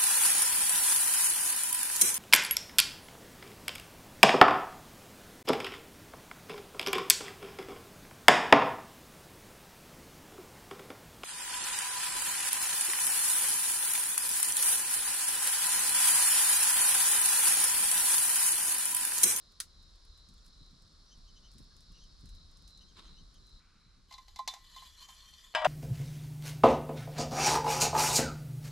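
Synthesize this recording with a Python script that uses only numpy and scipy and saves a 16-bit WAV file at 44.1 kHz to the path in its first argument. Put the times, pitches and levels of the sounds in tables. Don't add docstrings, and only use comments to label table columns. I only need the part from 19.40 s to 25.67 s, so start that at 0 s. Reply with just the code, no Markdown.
import sys
import numpy as np
from scipy import signal
from scipy.fft import rfft, irfft, next_fast_len
from scipy.io import wavfile
from scipy.ndimage import uniform_filter1d

SR = 44100
rng = np.random.default_rng(int(sys.argv[2]) if len(sys.argv) > 2 else 0)


def pcm_store(signal):
    levels = np.round(np.clip(np.atleast_2d(signal), -1, 1) * 32767)
    wavfile.write(sys.argv[1], SR, levels.astype(np.int16).T)


N = 276507
TIME = np.arange(N) / SR
DROP_S = 4.2


def from_db(db):
    return 10 ** (np.asarray(db) / 20)


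def rms_one(x):
    return x / np.sqrt(np.mean(x ** 2) + 1e-20)


def in_time(rows):
    s, *columns = np.transpose(rows)
    return [np.interp(TIME, s, column) for column in columns]


def bell(centre_s, sigma_s):
    return np.exp(-((TIME - centre_s) / sigma_s) ** 2 / 2)


def pan(left_db):
    return from_db(np.array([[left_db], [-left_db]]) / 2)


def drift(corner_hz):
    hz = np.arange(N // 2 + 1) * SR / N
    spectrum = rfft(rng.standard_normal(N)) / (1 + (hz / corner_hz) ** 2)
    return rms_one(irfft(spectrum, N))


def white(side_db):
    mid, side = rng.standard_normal((2, N))
    return mid + from_db(side_db) * np.array([side, -side])


def noise(colour, side_db):
    size = next_fast_len(N)
    octave = np.log2(np.maximum(np.arange(size // 2 + 1) * SR / size, 1))
    hz, db = np.transpose(colour)
    knots = np.log2(hz)
    beyond = np.abs(octave - np.clip(octave, knots[0], knots[-1]))
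    gain = from_db(np.interp(octave, knots, db) - 30 * beyond)
    return rms_one(irfft(rfft(white(side_db), size) * gain, size)[:, :N])


def evened(x, length_s):
    power = uniform_filter1d(np.mean(x ** 2, axis=0), int(length_s * SR))
    return x / np.sqrt(power + 1e-6)


def resonate(x, hz, width_hz):
    r = np.exp(-np.pi * width_hz / SR)
    zeros = np.array([1, 0, -1]) * (1 - r * r) / 2
    return signal.lfilter(zeros, [1, -2 * r * np.cos(2 * np.pi * hz / SR), r * r], x)


def resonate_twice(x, hz, width_hz):
    return resonate(resonate(x, hz, width_hz), hz, width_hz)


def high_pass(x, hz):
    return signal.sosfilt(signal.butter(4, hz, "high", fs=SR, output="sos"), x)


def delayed(x, lag_samples):
    return np.array([np.interp(np.arange(N) - lag_samples, np.arange(N), side) for side in x])


def from_right(x, lag_samples):
    return np.array([delayed(x, lag_samples)[0], x[1]])


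def clicks(times_s, heights):
    out = np.zeros(N)
    index = np.clip(np.round(np.asarray(times_s) * SR).astype(int), 0, N - 1)
    np.add.at(out, index, heights)
    return out + 1e-18


def bursts(times_s, db, t60_s, rise_s=0.00039):
    keep = np.exp(-2 * np.log(1000) / (t60_s * SR))
    soften = np.exp(-1 / (rise_s * SR))
    power = signal.lfilter([1], [1, -keep], clicks(times_s, from_db(db) ** 2))
    return signal.lfilter([1 - soften], [1, -soften], np.sqrt(power))


def struck(hits, modes, vary_db, spread_db, radiate_hz, build_cycles):
    s, db, contact_hz, _ = np.transpose(hits)
    out = np.zeros((2, N))
    for hz, mode_db, t60_s in modes:
        hit_db = db + mode_db + vary_db * rng.standard_normal(len(s))
        force = from_db(hit_db) / np.sqrt(1 + (hz / contact_hz) ** 4)
        r = np.exp(-np.log(1000) / (t60_s * SR))
        w = 2 * np.pi * hz / SR
        lag_s = np.floor(rng.random() * .0014 * hz) / hz
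        ring = signal.lfilter([0, np.sin(w)], [1, -2 * r * np.cos(w), r * r], clicks(s + lag_s, force))
        built = resonate(ring, hz, hz / (np.pi * build_cycles))
        out += pan(spread_db * rng.standard_normal()) * built
    return high_pass(out, radiate_hz)


def crack(hits, colour, t60_s, tail_db, tail_t60_s):
    s, _, _, db = np.transpose(hits)
    contact = bursts(s, db, t60_s) * noise(colour, side_db=-11)
    scatter = bursts(s, db + tail_db, tail_t60_s) * noise(colour, side_db=-15.5)
    return contact + scatter


# (time [s], strength [dB], contact cut-off [Hz], crack strength [dB])
CLANKS = [(6.1395, -72, 1200, -48), (6.1493, -29, 9000, -22.5), (6.218, -32, 1400, -40),
          (6.2462, -40, 3900, -22), (6.2505, -40.5, 4940, -40), (6.2535, -13, 580, -32)]
# (frequency [Hz], relative level [dB], t60 [s])
POT_MODES = [(626, 0, .42), (678, -2, .35), (721, -2, .3), (808, -9, .25), (880, -9, .25), (928, -8, .3),
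             (1003, -9, .3), (1036, -10, .35), (1158, -8, .44), (1270, -14, .2), (1401, -5, .08),
             (1628, -3, .14), (1730, -7, .09), (1841, -6, .1), (1938, -13, .7), (2326, -13, .35),
             (2349, -13, .35), (2660, -22, .3), (2835, -6, .08), (2940, -4, .08), (3048, -9, .4),
             (3357, -23, 1), (3578, -9, .25), (3940, -19, .45), (4301, -21, .16), (4813, -29, 1),
             (4990, -9, .11), (5222, -23, .35), (6240, -26, .12), (6850, -26, .15)]
# (frequency [Hz], density [dB per Hz])
CLANK_COLOUR = [(200, -14), (430, -29), (620, 13), (1000, 1), (1650, 5.5), (2200, 0.5), (3000, 2),
                (4200, -11), (5200, -12.5), (6000, -19), (7500, -15.5), (10000, -26.5), (15000, -42)]


def pot():
    ring = struck(CLANKS, POT_MODES, vary_db=3.0, spread_db=4.0, radiate_hz=600, build_cycles=0.23)
    contact = crack(CLANKS, CLANK_COLOUR, t60_s=.05, tail_db=-12, tail_t60_s=.3)
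    return (high_pass(ring, hz=560) + contact) * pan(1.3)


# (time [s], strength [dB], contact cut-off [Hz], crack strength [dB])
CLINKS = [(4.709, -46.5, 1690, -57), (4.724, -60, 7000, -48), (4.738, -50.5, 6900, -54),
          (4.7806, -46, 1970, -54), (4.8814, -63.5, 8000, -57), (4.9597, -53.5, 7860, -47.5),
          (4.9875, -62, 2000, -47.5), (4.9895, -30.5, 1070, -63), (5.0762, -48, 12200, -32),
          (5.0818, -38.5, 5200, -61), (5.1373, -55, 4000, -43), (5.1617, -43.5, 1090, -78),
          (5.3618, -47, 2580, -54), (5.42, -47, 1410, -60), (5.6865, -56, 2390, -50.5),
          (5.703, -78, 2300, -66), (5.93, -65, 2500, -65)]
# (frequency [Hz], relative level [dB], t60 [s])
MUG_MODES = [(686, -13, .05), (830, -10, .07), (1043, 0, .125), (1975, -29, 1.3), (2054, -7, .07),
             (2326, -25, .2), (3052, -15, .09), (3340, -13, .06), (3567, -5, .19), (3572, -29, 1.3),
             (3967, 4, .11), (4075, -8, .06), (4211, -3, .07), (4325, 1, .06), (4558, -6, .06),
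             (4773, -5, .06), (4942, -2, .06), (5410, -11, .05), (5778, -8, .05), (6212, -13, .06),
             (6950, -12, .05), (7241, -16, .07), (8400, -14, .04), (11120, -14, .15), (12890, -25, .18)]
# (frequency [Hz], density [dB per Hz])
CRACK_COLOUR = [(500, -37), (800, 15), (1400, -6.5), (2100, 5.5), (2600, -1.5), (4400, 4.5), (6000, 4.5),
                (7500, 0.5), (9500, -11.5), (11500, -6), (15000, -24)]


def mug():
    ring = struck(CLINKS, MUG_MODES, vary_db=3.0, spread_db=4.0, radiate_hz=670, build_cycles=2.0)
    contact = crack(CLINKS, CRACK_COLOUR, t60_s=0.048, tail_db=-13, tail_t60_s=0.26)
    return (ring + contact) * pan(1.0)


def along_bar(x, trip_s, stretch_per_s, loss_db, count=4):
    travel_s = TIME - SLIDES[-1][0][0]
    trip_samples = np.round(trip_s * SR) * (1 + stretch_per_s * travel_s)
    return rms_one(sum(from_db(k * loss_db) * delayed(x, k * trip_samples) for k in range(count)))


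# (time [s], relative level [dB])
SLIDES = [
    [(4.7, -65.5), (4.74, -67), (4.95, -70)],
    [(5.19, -66), (5.408, -56), (5.516, -59.5), (5.66, -55.5), (5.674, -63.5), (5.704, -54), (5.8, -58.5),
     (6.06, -59.5), (6.13, -65.5)],
]
# (frequency [Hz], nominal width [Hz], relative level [dB])
BAR_MODES = [(1032, 76, -4), (1900, 68, -10.5), (3096, 42, 3.5), (3390, 125, -1.5), (3530, 4.3, 2.5),
             (4220, 255, -2), (4815, 41, -1.5), (5770, 220, -9), (6770, 460, -13.5), (7550, 31, -10),
             (8270, 110, -23), (8550, 36, -19), (9900, 81, -34), (10300, 71, -12.5), (10000, 120, -20),
             (11300, 100, -26), (11800, 40, -28), (12200, 45, -30)]
# (frequency [Hz], density [dB per Hz])
SLIDE_COLOUR = [(500, -14.5), (850, -4), (1400, 2), (2100, 4), (2500, -1.5), (3200, 10.5), (4400, -30),
                (5300, -3.5), (7200, 3.5), (9300, -7.5), (11500, -0.5), (13000, -6), (15000, -28)]
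GRIP_S, GRIP_HALF_S = 5.57, 0.095


def slide(grain_db=3.0, stutter_db=1.5, loose_db=-3.5, rub_db=-5.5, wall_db=-2.5, gripped_db=-19.0,
          shift_db=7.5, glide=0.0039, climb_per_s=0.044, fade_s=0.028):
    pressure = 0
    for stroke in SLIDES:
        outside_s = np.maximum(stroke[0][0] - TIME, TIME - stroke[-1][0])
        touching = np.clip(1 - outside_s / fade_s, 0, 1)
        pressure = pressure + touching * from_db(in_time(stroke)[0])
    grip = (1 + np.tanh((TIME - GRIP_S) / GRIP_HALF_S)) / 2
    grain = rms_one(from_db(grain_db * drift(350) + stutter_db * drift(18)))
    slips = grain * white(side_db=-15)

    climb = climb_per_s * np.maximum(TIME - GRIP_S, 0)
    ringing = 0
    for hz, width_hz, db in BAR_MODES:
        mode = resonate_twice(slips, hz, 1.5 * width_hz)
        level = from_db(db + shift_db * np.tanh(drift(6.8)))
        ringing = ringing + level * delayed(mode, np.cumsum(glide * drift(4.3) - climb))
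    bar = from_db(loose_db * (1 - grip)) * rms_one(ringing)

    rubbing = grain * noise(SLIDE_COLOUR, side_db=-9)
    rubbing = along_bar(rubbing, trip_s=.0017, stretch_per_s=-.035, loss_db=-7.5)
    rubbing = along_bar(rubbing, trip_s=.0061, stretch_per_s=.012, loss_db=-6.5)

    wall = sum(from_db(db) * resonate_twice(slips, hz, 70) for hz, db, _ in MUG_MODES if db >= -6)
    wall = from_db(wall_db + gripped_db * grip) * rms_one(wall)
    return pressure * (bar + wall + from_db(rub_db) * rubbing) * pan(1.0)


# (time [s], relative level [dB], pocket resonance [Hz])
POPS = [(0.2015, -23, 10200), (0.2053, -32, 5350), (0.2073, -35.5, 4800), (0.776, -55, 2260),
        (0.888, -54, 6000), (1.0637, -54.5, 6040), (2.116, -54, 5000), (2.137, -56, 7000),
        (2.182, -47, 3820), (2.366, -54, 6600), (2.4059, -54.5, 6000), (2.857, -52, 5470),
        (2.891, -51.5, 3990), (2.95, -53.5, 7200), (3.171, -54, 5860), (3.277, -47, 5000),
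        (3.375, -56, 6550)]
# (frequency [Hz], density [dB per Hz])
POP_COLOUR = [(300, -19), (850, -13.5), (1300, 0), (2300, -5.5), (3500, -0.5), (5200, 3.5), (8000, 1),
              (10000, 2), (12000, -6), (15500, -16)]
POP_T60_S, POP_DB_PER_DOUBLING = 0.0095, 60


def fire(ticks_per_s=9, tick_db=-69, tick_range_db=12, pop_db=-4.5, pocket_db=4, pocket_width_hz=900,
         echo_db=-15, echo_t60_s=0.11):
    s, db, _ = np.transpose(POPS)
    snap = noise(POP_COLOUR, side_db=-11.5)
    pops = 0
    for at_s, level_db, hz in POPS:
        t60_s = POP_T60_S * 2 ** ((level_db - np.median(db)) / POP_DB_PER_DOUBLING)
        burst = bursts([at_s], [level_db + pop_db], t60_s) * snap
        pops = pops + burst + from_db(pocket_db) * resonate(burst, hz, pocket_width_hz)
    born_s = TIME[(rng.random(N) < ticks_per_s / SR) & (TIME < DROP_S)]
    born_db = tick_db + tick_range_db * (rng.random(len(born_s)) - .5)
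    ticks = bursts(born_s, born_db, t60_s=0.036) * snap
    echo = bursts(s, db + echo_db, echo_t60_s) * noise(POP_COLOUR, side_db=-2.5)
    return high_pass(pops + ticks + echo, hz=985) * pan(0.16)


# (time [s], relative level [dB])
FLAMES = [(0.0, -75), (2.17, -73.5), (2.3, -70.5), (3.26, -71.5), (3.96, -70.5), (4.2, -74.5),
          (5.57, -79.5), (6.13, -77)]
# (frequency [Hz], density [dB per Hz])
FLAME_COLOUR = [(60, -21), (110, -5.5), (160, -0.5), (230, -5.5), (330, -16), (500, -26), (900, -49)]
# (time [s], relative level [dB])
FLAPS = [(0.887, -49), (1.204, -47), (1.328, -51), (1.443, -53.5), (1.772, -52), (2.146, -46), (2.194, -45),
         (2.392, -56), (2.499, -50.5), (2.628, -64.5), (2.831, -44), (3.806, -49.5), (4.458, -55)]
# (frequency [Hz], density [dB per Hz])
FLAP_COLOUR = [(45, -5), (70, -2.5), (110, -1.5), (170, -4.5), (250, -10.5), (400, -24.5), (700, -45)]
BURN_DB, FLUTTER_DB, FLUTTER_HZ = 1, 3, 15
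FLAP_DB, FLAP_RISE_S, FLAP_T60_S = -4, 0.004, 0.13


def flames():
    burn_db, = in_time(FLAMES)
    burn_level = from_db(burn_db + BURN_DB + FLUTTER_DB * drift(FLUTTER_HZ))
    burn = burn_level * noise(FLAME_COLOUR, side_db=-7)
    s, db = np.transpose(FLAPS)
    thuds = evened(noise(FLAP_COLOUR, side_db=-10), length_s=.02)
    return burn + bursts(s, db + FLAP_DB, FLAP_T60_S, FLAP_RISE_S) * thuds


# (frequency [Hz], density [dB per Hz])
SLEEVE_COLOUR = [(700, -14), (1200, 2), (1450, 7.5), (1800, -5), (2300, 0.5), (3000, -6), (6000, -20)]


def sleeve(at_s=4.215, sigma_s=0.3, level_db=-73):
    swell = from_db(level_db) * bell(at_s, sigma_s) * (TIME > DROP_S)
    return swell * noise(SLEEVE_COLOUR, side_db=-41)


# (time [s], level [dB], Gaussian sigma [s])
RUSTLES = [(3.571, -64, 0.006), (3.589, -54.5, 0.0091), (3.659, -63.5, 0.06)]
# (frequency [Hz], density [dB per Hz])
LEAF_COLOUR = [(150, -13), (300, 6.5), (700, -14.5), (1100, 3.5), (1800, -6.5), (2700, -6), (3800, 2),
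               (6000, -13.5), (10000, -18), (14000, -36)]


def leaves(grain_db=2.5):
    swell = sum(from_db(db) * bell(s, sigma_s) for s, db, sigma_s in RUSTLES)
    return swell * from_db(grain_db * drift(323)) * noise(LEAF_COLOUR, side_db=-6)


# (time [s], mid-chirp pitch [Hz], level [dB], Gaussian sigma [s])
CHIRPS = [(.985, 3600, -67, .008), (1.709, 5870, -65, 0.035), (1.729, 3140, -62, .012),
          (1.889, 3110, -65.5, 0.012), (1.975, 3110, -63, .011), (2.057, 3070, -63.5, 0.016),
          (2.321, 1634, -71.5, .012), (2.566, 2920, -67, .02), (2.6, 5980, -66, 0.032),
          (2.634, 3130, -65, 0.018), (3.422, 2930, -63.5, 0.01), (3.5, 3230, -69, 0.017),
          (3.672, 3230, -67, 0.015), (3.788, 3050, -65.5, .016), (3.96, 3200, -67.5, 0.015)]
OVERTONE_DB, OVERTONE_HZ, OVERTONE_OCTAVES = -2, 6200, 0.23


def bird(arch=.08, rasp=.037):
    out = np.zeros(N)
    waver = rasp * drift(300)
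    for s, hz, db, sigma_s in CHIRPS:
        near = np.abs(TIME - s) < .12
        u = (TIME[near] - s) / sigma_s
        pitch_hz = hz * (1 - arch * np.tanh(u / 2) ** 2 + waver[near])
        phase = 2 * np.pi * np.cumsum(pitch_hz) / SR
        off_peak = np.log2(2 * hz / OVERTONE_HZ) / OVERTONE_OCTAVES
        overtone = from_db(OVERTONE_DB) * np.exp(-off_peak ** 2 / 2)
        tone = np.sin(phase) + overtone * np.sin(2 * phase)
        out[near] += from_db(db) * np.exp(-u * u / 2) * tone
    return out


# (time of top [s], relative level [dB])
TRILLS = [(0.1, -67), (0.422, -63.5), (0.779, -61.5), (1.219, -62), (2.97, -61), (3.35, -59), (3.72, -59.5),
          (4.13, -61.5), (4.468, -65)]
TRILL_SIGMA_S, TRILL_HZ, TRILL_SAG_HZ_PER_S = 0.091, 3997, 250


def singer():
    buzz = evened(noise([(20, 0), (70, -1), (160, -8), (400, -21)], side_db=-7), length_s=.025)
    song = 0
    for s, db in TRILLS:
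        phase = 2 * np.pi * np.cumsum(TRILL_HZ - TRILL_SAG_HZ_PER_S * (TIME - s)) / SR
        song = song + from_db(db) * bell(s, TRILL_SIGMA_S) * np.sin(phase)
    return buzz * song


# (time [s], relative level [dB])
SWARM = [(0.0, -66.5), (1.5, -66.5), (2.6, -64.5), (3.4, -66.5), (4.2, -69.5)]
# (frequency [Hz], width of each of two resonances [Hz], relative level [dB])
CHORUS = [(4014, 870, -5.5), (4416, 130, -4), (5130, 630, -6.5)]
# (frequency [Hz], density [dB per Hz])
HUSH_COLOUR = [(300, 4.5), (600, -0.5), (850, -3), (1100, 4), (1400, 1), (2000, -6.5), (2600, -10.5),
               (3500, -5), (5500, -2.5), (7000, -5.5), (8500, -12), (10000, -12), (12000, -20),
               (14500, -42)]
HUSH_DB, DROP_DB = -70, -4.5


def wood():
    swarm_db, = in_time(SWARM)
    chorus = sum(from_db(db) * resonate_twice(white(side_db=-9.0), hz, width_hz)
                 for hz, width_hz, db in CHORUS)
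    insects = singer() + from_db(swarm_db) * rms_one(chorus)
    hush = from_db(HUSH_DB) * noise(HUSH_COLOUR, side_db=-3)
    return (insects * pan(0.33) + hush) * from_db(DROP_DB * (TIME > DROP_S))


# (time [s], level [dB])
AIR = [(0.0, -70.5), (0.46, -57), (1.74, -61.5), (1.78, -56), (2.8, -57.5), (2.85, -51.5), (3.26, -59.5),
       (4.08, -56), (4.17, -59), (4.23, -64), (4.92, -59.5), (5.09, -67), (6.13, -63.5)]
# (frequency [Hz], density [dB per Hz])
AIR_COLOUR = [(20, -2.5), (35, 2), (55, -4), (80, -8.5), (120, -23.5), (200, -33.5)]
GUST_DB, GUST_HZ = 2.0, 3.8


def air():
    breeze_db, = in_time(AIR)
    rumble = evened(noise(AIR_COLOUR, side_db=-15), length_s=.2)
    return from_db(breeze_db + GUST_DB * drift(GUST_HZ)) * rumble


def scene():
    right = from_right(pot() + leaves() + bird() + wood(), lag_samples=1)
    return mug() + slide() + fire() + flames() + sleeve() + right + air()


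def record(dry, cutoff_hz=15800):
    return signal.sosfilt(signal.ellip(10, .1, 80, cutoff_hz, fs=SR, output="sos"), dry)


dry = scene()
out = record(dry)
pcm_store(out)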